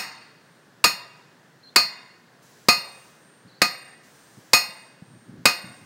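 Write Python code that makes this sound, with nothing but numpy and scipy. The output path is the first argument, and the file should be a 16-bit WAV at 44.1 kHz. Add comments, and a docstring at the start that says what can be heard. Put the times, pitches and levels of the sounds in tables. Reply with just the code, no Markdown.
"""A sledgehammer strikes the rim of a cast steel disc that lies on gravel, held down by a boot, about once a second.
Each blow is a noise-burst crack, decaying disc modes, a dull ground thump and gravel chatter.
The hammer head's own modes sing on, Doppler-shifted by the swing, and shaped noise gives the yard's echo.
A far bird chirps in gliding sines, wind and open air are coloured noise, and the blows overload the recorder."""
import sys
import numpy as np
from scipy import signal
from scipy.fft import rfft, irfft, next_fast_len
from scipy.io import wavfile
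from scipy.ndimage import map_coordinates

SR = 44100
rng = np.random.default_rng(int(sys.argv[2]) if len(sys.argv) > 2 else 0)


def unload_wav(signal):
    """Save mono or channel-first audio to the path in sys.argv[1] as 16-bit WAV at rate SR, clipped to [-1, 1]."""
    wavfile.write(
        sys.argv[1],
        SR,
        np.round(np.clip(np.atleast_2d(signal).T, -1, 1) * 32767).astype(np.int16),
    )


N = 257984
TIME = np.arange(N) / SR
AGE = np.arange(SR) / SR  # time since an event began, s
TOP_HZ = 15900  # the recorder's band limit


def amp(db):
    """Level law: decibels to amplitude gain."""
    return 10 ** (np.asarray(db) / 20)


def unit(x):
    """Normalisation to an rms of 1."""
    return x / np.sqrt(np.mean(x ** 2) + 1e-20)


def along(points, hz):
    """Interpolation of (frequency, value) points on a logarithmic frequency axis."""
    point_hz, value = np.transpose(points)
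    return np.interp(np.log(hz + 1), np.log(point_hz), value)


def fade(t60):
    """Exponential damping: the level falls 60 dB in t60 seconds."""
    return np.exp(-np.log(1000) * AGE / t60)


def filtered(x, response):
    """Linear filtering: the spectrum of x times a response of frequency."""
    size = next_fast_len(len(x) + SR // 4)
    spectrum = rfft(x, size) * response(np.fft.rfftfreq(size, 1 / SR))
    return irfft(spectrum, size)[:len(x)]


def noise(spectrum, size):
    """Coloured noise: white noise shaped by a spectrum in dB, at rms 1."""
    return unit(filtered(rng.standard_normal(size), lambda hz: amp(along(spectrum, hz))))


def wobble(rate, size):
    """Slow random modulation: a smooth curve through `rate` random knots a second."""
    knots = rng.standard_normal(4096)
    return map_coordinates(knots, [np.arange(size) * rate / SR], mode="wrap")


def add(track, s, sound):
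    """Superposition: mix a sound into the track at time s, which may lie before the start."""
    start = round(s * SR)
    part = sound[max(-start, 0):N - start]
    track[max(start, 0):][:len(part)] += part


# spectrum of the open air: pitch_hz, relative level_db per Hz
AIR_SPECTRUM = [(15, -61), (25, -34), (33, -50), (84, -23.5), (123, 1), (195, -0.5), (217, -2.5),
                (545, -6.5), (607, -8.5), (1290, -10.5), (1700, -7), (2350, -18.5), (4250, -19.5),
                (14000, -37), (16000, -32.5)]


def open_air(db=-56):
    """Ambient noise: a stationary spectrum whose level drifts slightly."""
    drift_db = .5 * wobble(5.5, size=N)
    return amp(db + drift_db) * noise(AIR_SPECTRUM, size=N)


# spectrum of the faint hiss: pitch_hz, relative level_db per Hz
HISS_SPECTRUM = [(1000, -4), (3500, -9.5), (6000, -5), (9500, -11.5), (13000, -17), (15500, -12.5)]
# swells of the hiss: start_s, hold_s, level_db
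HISS_SPELLS = [(2.41, .68, -58), (4.02, .7, -58), (5.45, .5, -61.5)]


def faint_hiss(rest_db=-70, attack_s=.02, release_s=.17):
    """Amplitude envelope on noise: the hiss swells abruptly, holds and fades exponentially."""
    level = np.full(N, amp(rest_db))
    for s, hold, db in HISS_SPELLS:
        attack = np.clip((TIME - s) / attack_s, 0, 1)
        release = np.exp(-np.maximum(TIME - s - hold, 0) / release_s)
        level = np.maximum(level, amp(db) * attack * release)
    return level * noise(HISS_SPECTRUM, size=N)


# soft wind bumps on the microphone: centre_s, level_db, half_width_s
WIND_BUMPS = [(3.465, -49, 0.012), (4.383, -43, 0.0083), (5.151, -51, 0.04), (5.29, -51.5, 0.016),
              (5.366, -41, 0.046), (5.68, -47, 0.033), (5.834, -50.5, 0.044)]
# spectrum of the buffeting: pitch_hz, relative level_db per Hz
BUFFET_SPECTRUM = [(40, -47.5), (110, 4.5), (170, 4.5), (260, 2.5), (450, -15), (1200, -63)]


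def wind():
    """Pressure buffeting: puffs of air bump the microphone, low noise under bell-shaped envelopes."""
    push = sum(amp(db) * np.exp(-((TIME - s) / width) ** 2 / 2) for s, db, width in WIND_BUMPS)
    return push * noise(BUFFET_SPECTRUM, size=N)


# bird calls: start_s, length_s, mid pitch_hz, rise_octaves, warble depth_octaves (each way), level_db
BIRD_CALLS = [(1.626, 0.08, 4180, 0.043, .01, -50.5), (1.68, .04, 3630, .35, .02, -59),
              (3.47, 0.13, 4210, 0.052, .1, -58.5)]


def bird(warble_hz=30.2, edge_s=.012):
    """Frequency modulation: short, scratchy calls glide up and warble, blurred by distance."""
    song = np.zeros(N)
    for s, length, hz, rise, warble, db in BIRD_CALLS:
        glide = rise * (np.minimum(AGE / length, 1) - .5)
        octaves = glide - warble * np.cos(2 * np.pi * warble_hz * AGE)
        scratch = 1 + .02 * wobble(600, size=SR)
        pitch = hz * 2 ** octaves * scratch
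        gate = np.clip(np.minimum(AGE, length - AGE) / edge_s, 0, 1)
        add(song, s, amp(db) * gate * np.sin(2 * np.pi * np.cumsum(pitch) / SR))
    scatter = rng.standard_normal(SR) * fade(.3)
    return song + .5 * signal.fftconvolve(song, scatter / np.linalg.norm(scatter))[:N]


# spectrum of the yard's answer: pitch_hz, relative level_db per Hz
YARD_SPECTRUM = [(80, -26.5), (250, -18), (700, 2.5), (1400, -3.5), (2000, 2.5), (2500, -8), (3300, -8),
                 (5000, -9), (8500, -7.5), (11000, -24), (15500, -35)]
# reverberation time of the yard: pitch_hz, t60_s
YARD_DECAY = [(200, 0.92), (2000, 0.94), (5000, 0.85), (9000, 0.3), (15000, 0.43)]


def yard(x, db=-25, arrival=0.02):
    """Diffuse reflection: echoes from far walls build up late, arrive in clumps and die sooner in the treble."""
    hz, t, bins = signal.stft(noise(YARD_SPECTRUM, size=SR), SR, nperseg=256)
    decay = np.exp(-np.log(1000) * t / along(YARD_DECAY, hz)[:, None])
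    tail = signal.istft(bins * decay, SR, nperseg=256)[1][:SR]
    clumps = amp(2 * wobble(150, size=SR))
    tail = tail * (1 - np.exp(-(AGE / arrival) ** 2)) * clumps
    return amp(db) * signal.fftconvolve(x, tail / np.linalg.norm(tail))[:SR]


def thump(hz, t60=0.043, rise=0.0061):
    """Damped oscillation: the disc is driven into the packed ground for a few dull cycles."""
    return np.sin(2 * np.pi * hz * AGE) * fade(t60) * (1 - np.exp(-AGE / rise)) * 2


# dull thuds: the disc rocking back after a blow, and later the boot shifting: start_s, level_db (gain on a
# thump)
THUDS = [(0.936, -35), (1.851, -36), (2.777, -30.5), (3.687, -32), (4.688, -36), (5.021, -26),
         (5.641, -26.5)]


def settle(hz=175, t60=0.03):
    """Damped oscillation: soft thuds as the disc rocks back and the boot shifts."""
    track = np.zeros(N)
    for s, db in THUDS:
        add(track, s, amp(db) * thump(hz, t60))
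    return track


# spectrum of the disc chattering on stones: pitch_hz, relative level_db per Hz
RATTLE_SPECTRUM = [(60, -21.5), (170, -3.5), (400, -8), (900, -2), (2000, -0.5), (2800, -3), (3250, -13.5),
                   (4200, -2.5), (7000, -14), (11000, -27), (15500, -26)]


def rattle(db=-19, t60=0.24, rough_db=-0.5):
    """Repeated random contact: the shaking disc chatters on the gravel as rough, decaying noise."""
    return amp(db + rough_db * wobble(320, size=SR)) * noise(RATTLE_SPECTRUM, size=SR) * fade(t60)


# bands of a soft, blurred ring: pitch_hz, width_hz, relative level_db
AFTER_RING_BANDS = [(2510, 9.3, -4), (2790, 54, 0.5), (3690, 61, -4), (4680, 70, -4), (5450, 68, -8.5),
                    (6940, 140, -9.5)]


def after_ring(db=-40, t60=0.9, rise=.03):
    """Narrow-band noise: a soft, blurred after-ring outlasts the clang."""
    def bands(f):
        return sum(amp(level) * np.exp(-((f - hz) / width) ** 2) / np.sqrt(width)
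                   for hz, width, level in AFTER_RING_BANDS)
    blurred = unit(filtered(rng.standard_normal(SR), bands))
    return amp(db) * blurred * fade(t60) * (1 - np.exp(-AGE / rise))


# The head speeds away from the microphone until it turns, then is pulled back.
TURN_S, LIFT_M_PER_S2, PULL_M_PER_S2 = .45, 8.2, 18
# It beams its ring sideways: weak at first, opening out, with a null at the turn, lost as it comes down.
FACING_DB, FACING_DB_PER_S, NULL_DB, NULL_S, LOST_S = -2.5, 10.5, -10.5, 0.097, .82


def swing():
    """Kinematics and directivity: the head's speed away (m/s) and the gain of its ring after a blow."""
    speed = LIFT_M_PER_S2 * np.minimum(AGE, TURN_S) - PULL_M_PER_S2 * np.maximum(AGE - TURN_S, 0)
    null_db = NULL_DB * np.exp(-((AGE - TURN_S) / NULL_S) ** 2)
    facing_db = FACING_DB + FACING_DB_PER_S * AGE + null_db
    lost = np.exp(-(AGE / LOST_S) ** 12)
    return speed, amp(facing_db) * lost


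# the hammer head's modes: pitch_hz (at rest), level_db (before the blow's gain), t60_s (before the swing's gain)
HEAD_MODES = [(8660, -45, 2.1), (13410, -37, .45)]


def hammer(ground_db=-3, ground_life=0.34):
    """Doppler effect: the head sings on through the swing; its ground reflection shifts less and beats with it."""
    speed, facing = swing()
    delay = np.cumsum(speed) / SR / 343  # distance over the speed of sound, 343 m/s

    def ring(t):
        return sum(amp(db) * fade(t60) * np.sin(2 * np.pi * hz * t) for hz, db, t60 in HEAD_MODES)

    ground = amp(ground_db) * np.exp(-(AGE / ground_life) ** 4) * ring(AGE - delay / 3)
    return (ring(AGE - delay) + ground) * facing


def overtones(db=-41, t60=.17, slope_db=-5, spread_db=4, low_hz=5600, count=40):
    """Additive synthesis: a fresh random cluster of weak, high, short ringing tones at each blow."""
    hz = rng.uniform(low_hz, TOP_HZ, (count, 1))
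    level = db + slope_db * np.log2(hz / low_hz) + spread_db * rng.standard_normal((count, 1))
    tones = amp(level) * np.sin(2 * np.pi * (hz * AGE + rng.random((count, 1))))
    return np.sum(tones, 0) * fade(t60)


SPOT_HZ, SPOT_WIDTH_HZ = 4510, 340  # the modes that depend most on the spot struck
TILT_PIVOT_HZ = 3000
# the disc's modes: pitch_hz, level_db (before the blow's weighting), t60_s
DISC_MODES = [(712, -23, .22), (1228, -12, .19), (1935, -29, .36), (2065, -25, .27), (2502, -12, .21),
              (2544, -23, .28), (2515, -41, .95), (2765, -30, .45), (3692, -30, .2), (3718, -40, .65),
              (3864, -21, .09), (4266, -16, .33), (4473, -19, .29), (4761, -24, .36), (5160, -23, .26),
              (5420, -26, .25), (5463, -26, .3), (6678, -22, .19), (6858, -30, .25), (8297, -35, .3),
              (8340, -29, .18), (8487, -32, .2), (8760, -39, .3), (9136, -38, .33), (9810, -36, .19),
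              (10350, -35, .26), (10510, -40, .22), (11992, -33, .19), (12450, -38, .2), (14158, -31, .28),
              (15112, -39, .16), (15620, -46, .26)]


def disc(ring_db, tilt_db, spot_gain_db, rise=0.003):
    """Modal superposition: the spot struck weights the modes; uneven boot and stone pressure makes them waver."""
    ring = np.zeros(SR)
    for hz, db, t60 in DISC_MODES:
        spot_share = np.exp(-((hz - SPOT_HZ) / SPOT_WIDTH_HZ) ** 2)
        spot_db = tilt_db * np.log2(hz / TILT_PIVOT_HZ) + spot_gain_db * spot_share
        level = db + ring_db + spot_db + rng.standard_normal()
        phase = 2 * np.pi * (hz * AGE + rng.random()) + .1 * wobble(70, size=SR)
        ring += amp(level) * fade(t60) * np.sin(phase)
    return ring * (1 - np.exp(-AGE / rise))


# spectrum of the contact crack: pitch_hz, relative level_db per Hz (before the blow's tilt)
CRACK_SPECTRUM = [(60, -15.5), (200, -7.5), (500, -0.5), (720, -8.5), (1100, 1.5), (1600, -3.5), (2200, 0),
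                  (2700, -2), (3250, -11.5), (4200, -1), (4750, 4), (6100, -11.5), (7100, -7), (11000, -16),
                  (15500, -18)]


def crack(tilt_db, db=-6, length=0.0083):
    """Impact: steel on steel bursts while the hammer drives the disc down; a squarer hit sounds brighter."""
    colour = [(hz, level + tilt_db * np.log2(hz / 2000)) for hz, level in CRACK_SPECTRUM]
    contact = 1 - np.exp(-AGE / .0006)
    return amp(db) * noise(colour, size=SR) * contact * np.exp(-(AGE / length) ** 2)


# Each blow lands on another spot of the rim, which feeds or starves the disc's modes around 4.5 kHz.
# Levels are gains on each part: start_s, crack level_db, crack tilt_db per octave, ring level_db,
# ring tilt_db per octave, 4.5 kHz modes level_db, thump pitch_hz, thump level_db, hammer ring level_db
BLOWS = [(-.085, 7, 3.8, 1.5, 3.5, -12.5, 200, -3.5, -10.5),
         (0.8409, 1.5, -0.3, -2, 3, -1.5, 467, -18.5, -18),
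         (1.7599, 1, 0.54, -3, 1.6, 11, 190, -33.5, -16.5), (2.6849, 0.5, -1, 1, 0.4, 2.5, 218, -16, -1.5),
         (3.6172, -0.5, -0.5, -4, -.8, 3, 200, -14.5, -2.5),
         (4.533, 1.5, 0.45, 3, 1.74, -3, 400, -18.5, -2.5), (5.4548, 2.5, 0, -1, 1, -3, 169, -17, -1.5)]


def blows(beam_db=-7):
    """Impact excitation: each blow and its echo; the disc beams its ring upward, so less reaches the walls."""
    track = np.zeros(N)
    for (s, crack_db, crack_tilt_db, ring_db, ring_tilt_db, spot_gain_db,
         thump_hz, thump_db, head_db) in BLOWS:
        contact = amp(crack_db) * (crack(crack_tilt_db) + rattle()) + amp(thump_db) * thump(thump_hz)
        ring = disc(ring_db, ring_tilt_db, spot_gain_db) + overtones() + amp(head_db) * hammer()
        echo = yard(contact + amp(beam_db) * ring)
        add(track, s, contact + ring + after_ring() + echo)
    return track


def scene():
    """Superposition: the hammering in its yard, as one channel."""
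    background = open_air() + faint_hiss()
    return (background + wind() + bird() + settle() + blows())[None]


def record(dry, low_cut_hz=65):
    """Band limiting and saturation: deep bass is cut, the loudest peaks rounded, the top removed."""
    low_cut = signal.butter(2, low_cut_hz, "high", fs=SR, output="sos")
    x = signal.sosfilt(low_cut, dry[0])
    clipped = x / (1 + (x / .7) ** 4) ** (1 / 4)  # peaks approach 0.7
    return filtered(clipped, lambda hz: np.clip((TOP_HZ - hz) / 400 + .5, 0, 1))[None]


dry = scene()
out = record(dry)
unload_wav(out)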